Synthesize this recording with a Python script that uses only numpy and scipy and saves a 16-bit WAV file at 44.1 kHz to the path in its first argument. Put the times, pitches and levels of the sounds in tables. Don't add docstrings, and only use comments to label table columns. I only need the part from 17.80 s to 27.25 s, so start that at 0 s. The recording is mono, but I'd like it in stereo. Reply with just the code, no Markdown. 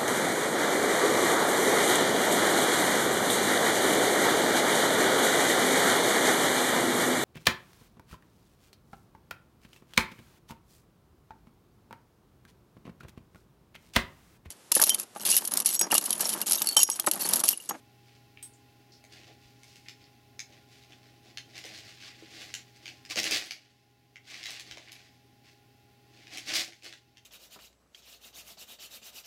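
import sys
import numpy as np
from scipy import signal
from scipy.fft import rfft, irfft
from scipy.io import wavfile
from scipy.ndimage import uniform_filter1d

SR = 44100
rng = np.random.default_rng(int(sys.argv[2]) if len(sys.argv) > 2 else 0)


def persist_wave(psi):
    counts = np.round(np.clip(psi, -1, 1) * 32767).astype(np.int16)
    wavfile.write(sys.argv[1], SR, np.atleast_2d(counts).T)


N = 416744
TIME = np.arange(N) / SR


def undb(db):
    return 10 ** (np.asarray(db) / 20)


def unit(x):
    return x / np.sqrt(np.mean(x ** 2))


def walk(rate):
    hold = max(int(SR / rate), 2)
    steps = np.repeat(rng.standard_normal(N // hold + 1), hold)
    return unit(uniform_filter1d(steps, hold)[:N])


def tilt(points, slope_db):
    hz, db = np.transpose(points)
    return np.column_stack([hz, db + slope_db * np.log2(hz)])


def colour(x, points, size=4096):
    hz, db = np.transpose(points)
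    bins_hz = np.fft.rfftfreq(size, 1 / SR)
    gain = unit(undb(np.interp(np.log(bins_hz + 1), np.log(hz), db)))
    cepstrum = irfft(np.log(gain))
    cepstrum[1:size // 2] *= 2
    cepstrum[size // 2 + 1:] = 0
    impulse = irfft(np.exp(rfft(cepstrum)))
    return signal.fftconvolve(x, impulse)[:len(x)]


def resonate(x, hz, q):
    b, a = signal.iirpeak(min(hz, SR / 4), max(q, .6), fs=SR)
    return signal.lfilter(b, a, x)


def add(track, s, sound):
    i = max(int(s * SR), 0)
    track[i:i + len(sound)] += sound[:N - i]


def clicks(rate, scatter_db):
    hit = rng.random(N) < rate / SR
    size = undb(scatter_db * np.minimum(rng.exponential(size=N), 4))
    sign = rng.choice([-1, 1], N)
    return unit(hit * size * sign / np.sqrt(rate))


def knocks(rows, q, size=8192):
    track, t = np.zeros(N), TIME[:size]
    noises = rng.standard_normal((len(rows), size))
    for (s, db, hz, fade_s), noise in zip(rows, noises):
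        push = noise * np.exp(-t / fade_s)
        ring = resonate(resonate(push, hz, q), hz, q / 2)
        add(track, s, undb(db) * ring / np.max(np.abs(ring)))
    return track


def room(x, ceiling_db, tail_db, side_db=-14, ceiling_s=.0094, path_spread=.06, t60=0.19):
    t = TIME[:SR // 2]
    build_up = np.clip(t / ceiling_s, 0, 1) ** 2
    tails = rng.standard_normal((2, len(t))) * build_up * np.exp(-np.log(1000) * t / t60)
    mid, side = undb(tail_db) * tails / np.linalg.norm(tails, axis=1, keepdims=True)
    mid[0] += 1
    bounce_s = ceiling_s * (1 + path_spread * rng.uniform(-1, 1))
    mid[int(bounce_s * SR)] += undb(ceiling_db)
    paths = np.array([mid, undb(side_db) * side]) / np.linalg.norm(mid)
    return signal.oaconvolve(x[None], paths, axes=1)[:, :N]


# [pitch_hz, relative_level_db per Hz]
AIR_SPECTRUM = [(25, -16.5), (60, -4.5), (90, 5), (180, -2), (270, 2), (420, -3.5), (490, -12), (760, -6.5),
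                (900, -19.5), (1330, -18.5), (1900, -11.5), (5000, -15.5), (8300, -25.5), (10000, -23)]
# [pitch_hz, relative_level_db per Hz]
AIR_SIDE_SPECTRUM = [(25, 3), (100, 2), (300, 9), (500, 1), (1000, -9.5), (5000, -23), (9000, -20),
                     (12000, -54)]
# [pitch_hz, level_db rms, q without unit]
FAN_RESONANCES = [(1048, -81, 51), (1415, -81.5, 77), (2650, -79.5, 110)]
# [pitch_hz, level_db rms in the mid, waver_hz]
HUM_TONES = [(121.8, -64.5, 0.43), (256, -74.5, 3), (409.4, -73.5, 1.8), (819.2, -70, 1.41)]


def fan(air_db=-63, side_db=-72.0, tone_side_db=-17):
    mid = undb(air_db) * colour(rng.standard_normal(N), AIR_SPECTRUM)
    side = undb(side_db) * colour(rng.standard_normal(N), AIR_SIDE_SPECTRUM)
    for hz, db, q in FAN_RESONANCES:
        once = resonate(rng.standard_normal(N), hz, q / 2)
        mid = mid + undb(db) * unit(resonate(once, hz, q / 2))
    for hz, db, waver_hz in HUM_TONES:
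        pitch_hz = hz + waver_hz * walk(10 + 2 * waver_hz)
        phase = 2 * np.pi * np.cumsum(pitch_hz) / SR
        mid = mid + np.sqrt(2) * undb(db) * np.sin(phase)
        side = side + np.sqrt(2) * undb(db + tone_side_db) * np.cos(phase)
    return np.array([mid, side])


# [pitch_hz, level_db before the tag's own level, t60_s]
TAG_PARTIALS = [(8250, -5, 0.11), (9300, -12, 0.19), (9880, -22, 0.33), (10480, -26, .15),
                (10900, -18, 0.15)]


def tag(start_s=.627, level_db=-32, tick_db=-5, tick_s=0.0051, tick_hz=7000):
    track, t = np.zeros(N), TIME[:SR // 2]
    ring = 0
    for hz, db, t60 in TAG_PARTIALS:
        ring = ring + undb(db) * np.sin(2 * np.pi * hz * t) * np.exp(-np.log(1000) * t / t60)
    tick = resonate(rng.standard_normal(len(t)), tick_hz, 0.6) * np.exp(-t / tick_s)
    add(track, start_s, undb(level_db) * (ring + undb(tick_db) * tick))
    return track


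# [start_s, peak_db before the room, pitch_hz, fade_s]
SMALL_TICKS = [(.573, -35.5, 2280, 0.0018), (.592, -45, 2720, 0.0022), (.735, -51, 7100, 0.012),
               (1.12, -45.5, 4940, 0.033), (2.06, -44.5, 2200, 0.007), (2.241, -44, 4500, 0.0027),
               (7.074, -36, 2130, 0.0049)]


def ticks():
    return knocks(SMALL_TICKS, q=3.9)


# [start_s, peak_db before the room, pitch_hz, fade_s]
BODY_BUMPS = [(1.24, -52, 606, 0.0056), (1.49, -64, 455, 0.011), (1.64, -60, 65, .03),
              (3.845, -41.5, 557, 0.0092), (4.06, -50, 107, 0.01), (4.422, -40.5, 320, 0.0075),
              (5.358, -33.5, 540, 0.003), (5.39, -35, 270, 0.0091), (5.52, -31, 280, 0.0071),
              (5.622, -32, 545, 0.0021), (6.9, -55, 60.3, .03), (6.973, -38, 700, 0.0042)]


def bumps():
    return knocks(BODY_BUMPS, q=2.7)


# [pitch_hz, relative_level_db per Hz]
CARPET_SPECTRUM = [(25, -39), (45, -34), (80, -16), (130, -7.5), (200, -10.5), (310, 1.5), (460, -9.5),
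                   (570, -6.5), (760, -5), (900, -20.5), (1500, -28), (4000, -77)]


def scuffs(drag_db, rate=2500, catch_db=2, catch_rate=70):
    catch = undb(catch_db * np.tanh(walk(catch_rate)))
    slips = clicks(rate, scatter_db=2) * catch
    return colour(unit(slips) * undb(drag_db), CARPET_SPECTRUM)


# [start_s, level_db before the trim and the room, brightness_db per octave]
SHARP_SNAPS = [(1.24, -46.5, 3.5), (1.833, -44.5, 2), (1.958, -45.5, 2.5), (2.085, -33.5, 0.5),
               (2.593, -28.5, 1.5), (2.724, -49.5, -1), (3.573, -28.5, -.5), (3.779, -35.5, 2.5),
               (3.84, -35.5, 0), (3.854, -38.5, 3.5), (4.617, -36.5, -0.5), (4.74, -25.5, 1.5),
               (5.057, -33, -0.5), (5.079, -33, -.5), (5.251, -40, 1.5), (5.306, -38.5, 5),
               (5.358, -24.5, 1), (5.388, -23.5, 2), (5.432, -22.5, 3.5), (5.441, -21.5, 2.5),
               (5.51, -17, 3), (5.571, -21, 4), (5.66, -36, 8.5), (5.709, -18, 0.5), (6.358, -34, -2.5),
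               (6.542, -30.5, -0.5), (6.63, -30, 0), (6.638, -30.5, 1), (6.657, -24, 0), (6.706, -30, 3),
               (6.797, -31, 2.5), (6.911, -29.5, -0.5), (6.972, -35.5, -1.5), (7.119, -35, 4),
               (8.47, -40, -0.5), (8.536, -39, 2.5), (8.573, -28.5, 3), (8.582, -42, 0.5), (8.738, -21, 1),
               (8.764, -20.5, 5), (8.923, -36, -1.5), (9.023, -39, -0.5), (9.045, -34, 3.5),
               (9.126, -30.5, 0), (9.371, -39.5, -0.5)]
# [pitch_hz, relative_level_db per Hz]
CLICK_SPECTRUM = [(400, -22), (800, -11), (1150, -14.5), (1600, -3.5), (2100, 6.5), (3000, 2.5),
                  (4500, -0.5), (6250, -1), (8500, -14), (11000, -17.5), (15500, -24)]


def snaps(trim_db=-1, size=4096, count=4):
    buckle_s, settle_s, settle_db = 0.0019, 0.013, -17
    ring_db, ring_q, ring_hz, ring_octaves_per_db = -4, 3, 3650, 0.6
    places, t = np.zeros((count, N)), TIME[:size]
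    shape = np.exp(-(t / buckle_s) ** 2 / 2) + undb(settle_db) * np.exp(-t / settle_s)
    noises = rng.standard_normal((len(SHARP_SNAPS), size))
    for k, ((s, db, slope_db), noise) in enumerate(zip(SHARP_SNAPS, noises)):
        push = noise * shape
        ring = resonate(push, ring_hz * 2 ** (ring_octaves_per_db * slope_db), ring_q)
        pop = colour(push + undb(ring_db) * ring, tilt(CLICK_SPECTRUM, slope_db))
        level = undb(db + trim_db) * np.linalg.norm(shape) / np.linalg.norm(pop)
        add(places[k % count], s, level * pop)
    return sum(room(place, ceiling_db=-4.0, tail_db=-1, side_db=-14.0) for place in places)


# [pitch_hz, relative_level_db per Hz]
PAPER_SPECTRUM = [(400, -21.5), (800, -7.5), (900, -24.5), (1080, -8.5), (1300, -10.5), (1700, -1),
                  (2100, 3), (3200, 2), (4800, 1.5), (6300, -5.5), (8400, -14.5), (11500, -23),
                  (15500, -29.5)]


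def paper(push_db, crisp, count=5):
    buckle_rate, crack_rate, rate_slope = 560, 1000, .17
    buckle_s, slide_db, crack_db = 0.0025, -4.0, -5.5
    spread_db, flutter_db, flutter_rate = 3, 4.5, 40
    activity = undb(rate_slope * (push_db - np.max(push_db))) / count
    gain = undb(push_db) / np.sqrt(count)
    out = 0
    for slope_db in np.linspace(-spread_db, spread_db, count):
        crackle = clicks(buckle_rate * activity, scatter_db=3.5)
        power = signal.lfilter([1], [1, -np.exp(-2 / (buckle_s * SR))], crackle ** 2)
        envelope = np.sqrt(power / np.mean(power) + undb(2 * slide_db))
        force = envelope * rng.standard_normal(N)
        force = force * undb(flutter_db * np.tanh(walk(flutter_rate)))
        cracks = clicks(crack_rate * activity, scatter_db=4.0)
        force = unit(unit(force) + undb(crack_db) * cracks)
        force = force + crisp * np.diff(force, prepend=0)
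        patch = colour(force * gain, tilt(PAPER_SPECTRUM, slope_db))
        out = out + room(patch, ceiling_db=-0.5, tail_db=-2.0, side_db=-15.0)
    return out


# [start_s, length_s, paper_level_db,
# carpet_level_db against the paper, crispness_db of the creases]
BODY_SHOVES = [(0.184, 0.13, -66, -12, -4.5), (1.26, .11, -54.5, -9.5, -13.5),
               (1.449, 0.052, -58.5, -0.5, -25), (1.557, 0.11, -64.5, -11, -5),
               (1.723, 0.23, -65.5, -16, 7), (2.143, 0.08, -64, -21, -22), (2.645, .1, -62, -1.5, -18),
               (2.843, 0.14, -60.5, -23, -3), (3.077, 0.044, -57.5, -8, -25), (3.115, .19, -65.5, -6, -14),
               (3.405, 0.085, -59.5, -2.5, -19), (3.593, 0.17, -58.5, -8, -10),
               (3.738, 0.033, -44.5, -16, -17), (3.787, 0.14, -47.5, -10.5, -8),
               (3.963, 0.13, -52.5, -15.5, -8), (4.17, 0.092, -47.5, -23, -31), (4.32, 0.13, -55, -9, -18),
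               (4.455, 0.16, -47, -11.5, -5), (4.864, 0.23, -59, -8, -10), (5.285, 0.028, -40, -14, 1),
               (5.359, 0.027, -30, -6, -4), (5.425, 0.038, -29.5, -12, -8), (5.489, 0.051, -20, -14, -5),
               (5.587, 0.1, -43.5, -12, -31), (6.419, 0.15, -42, -17, -19), (6.637, 0.093, -40, -19.5, -12),
               (6.774, 0.17, -49.5, -9, -30), (7.024, 0.16, -54.5, -12.5, -22),
               (7.613, 0.069, -58.5, -12, -20), (8.223, 0.22, -58.5, -9, -17),
               (8.479, 0.086, -43.5, -12, -13), (8.647, 0.057, -33, -15.5, -5),
               (8.728, 0.041, -25, -14.5, 5), (8.779, 0.021, -23.5, -15.5, -0.5),
               (8.871, 0.017, -43.5, -2, -20), (9.004, 0.064, -41, -11, -11)]


def effort():
    fidget_db, fidget_wander_db, fidget_rate = -78.5, -1, 4
    attack_share, release_share = 0.79, 0.72
    relax_db, relax_s = -30, 0.21
    fidget_power = undb(2 * (fidget_db + fidget_wander_db * walk(fidget_rate)))
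    paper_power = carpet_power = fidget_power
    crisp = 0
    for s, length, db, carpet_db, crisp_db in BODY_SHOVES:
        attack = np.sin(np.pi / 2 * np.clip((TIME - s) / (attack_share * length), 0, 1)) ** 2
        after = np.clip(TIME - s - length, 0, 2)
        release = np.exp(-after / (release_share * length)) + undb(relax_db) * np.exp(-after / relax_s)
        power = (undb(db) * attack * release) ** 2
        paper_power = paper_power + power
        carpet_power = carpet_power + power * undb(2 * carpet_db)
        crisp = crisp + power * undb(crisp_db)
    return 10 * np.log10(paper_power), 10 * np.log10(carpet_power), crisp / paper_power


def scene(side_top_hz=10500):
    push_db, drag_db, crisp = effort()
    floor = room(scuffs(drag_db) + bumps(), ceiling_db=-10.0, tail_db=-5.5, side_db=-9)
    small = room(tag() + ticks(), ceiling_db=-32, tail_db=-1.5)
    mid, side = fan() + small + floor + snaps() + paper(push_db, crisp)
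    side = signal.sosfilt(signal.butter(10, side_top_hz, fs=SR, output="sos"), side)
    return np.array([mid + side, mid - side])


def gain_control(x, limit_db=-27.5, release_s=1.41):
    power = uniform_filter1d(np.mean(x ** 2, axis=0), int(.025 * SR))
    over_db = np.maximum(10 * np.log10(np.abs(power) + 1e-18) - limit_db, 0)
    fade = np.exp(-TIME / release_s)
    cut_db = np.maximum.accumulate(over_db / fade) * fade
    return x * undb(-cut_db)


def record(dry, top_hz=15900):
    low_pass = signal.ellip(10, .2, 70, top_hz, fs=SR, output="sos")
    return signal.sosfilt(low_pass, gain_control(dry))


dry = scene()
out = record(dry)
persist_wave(out)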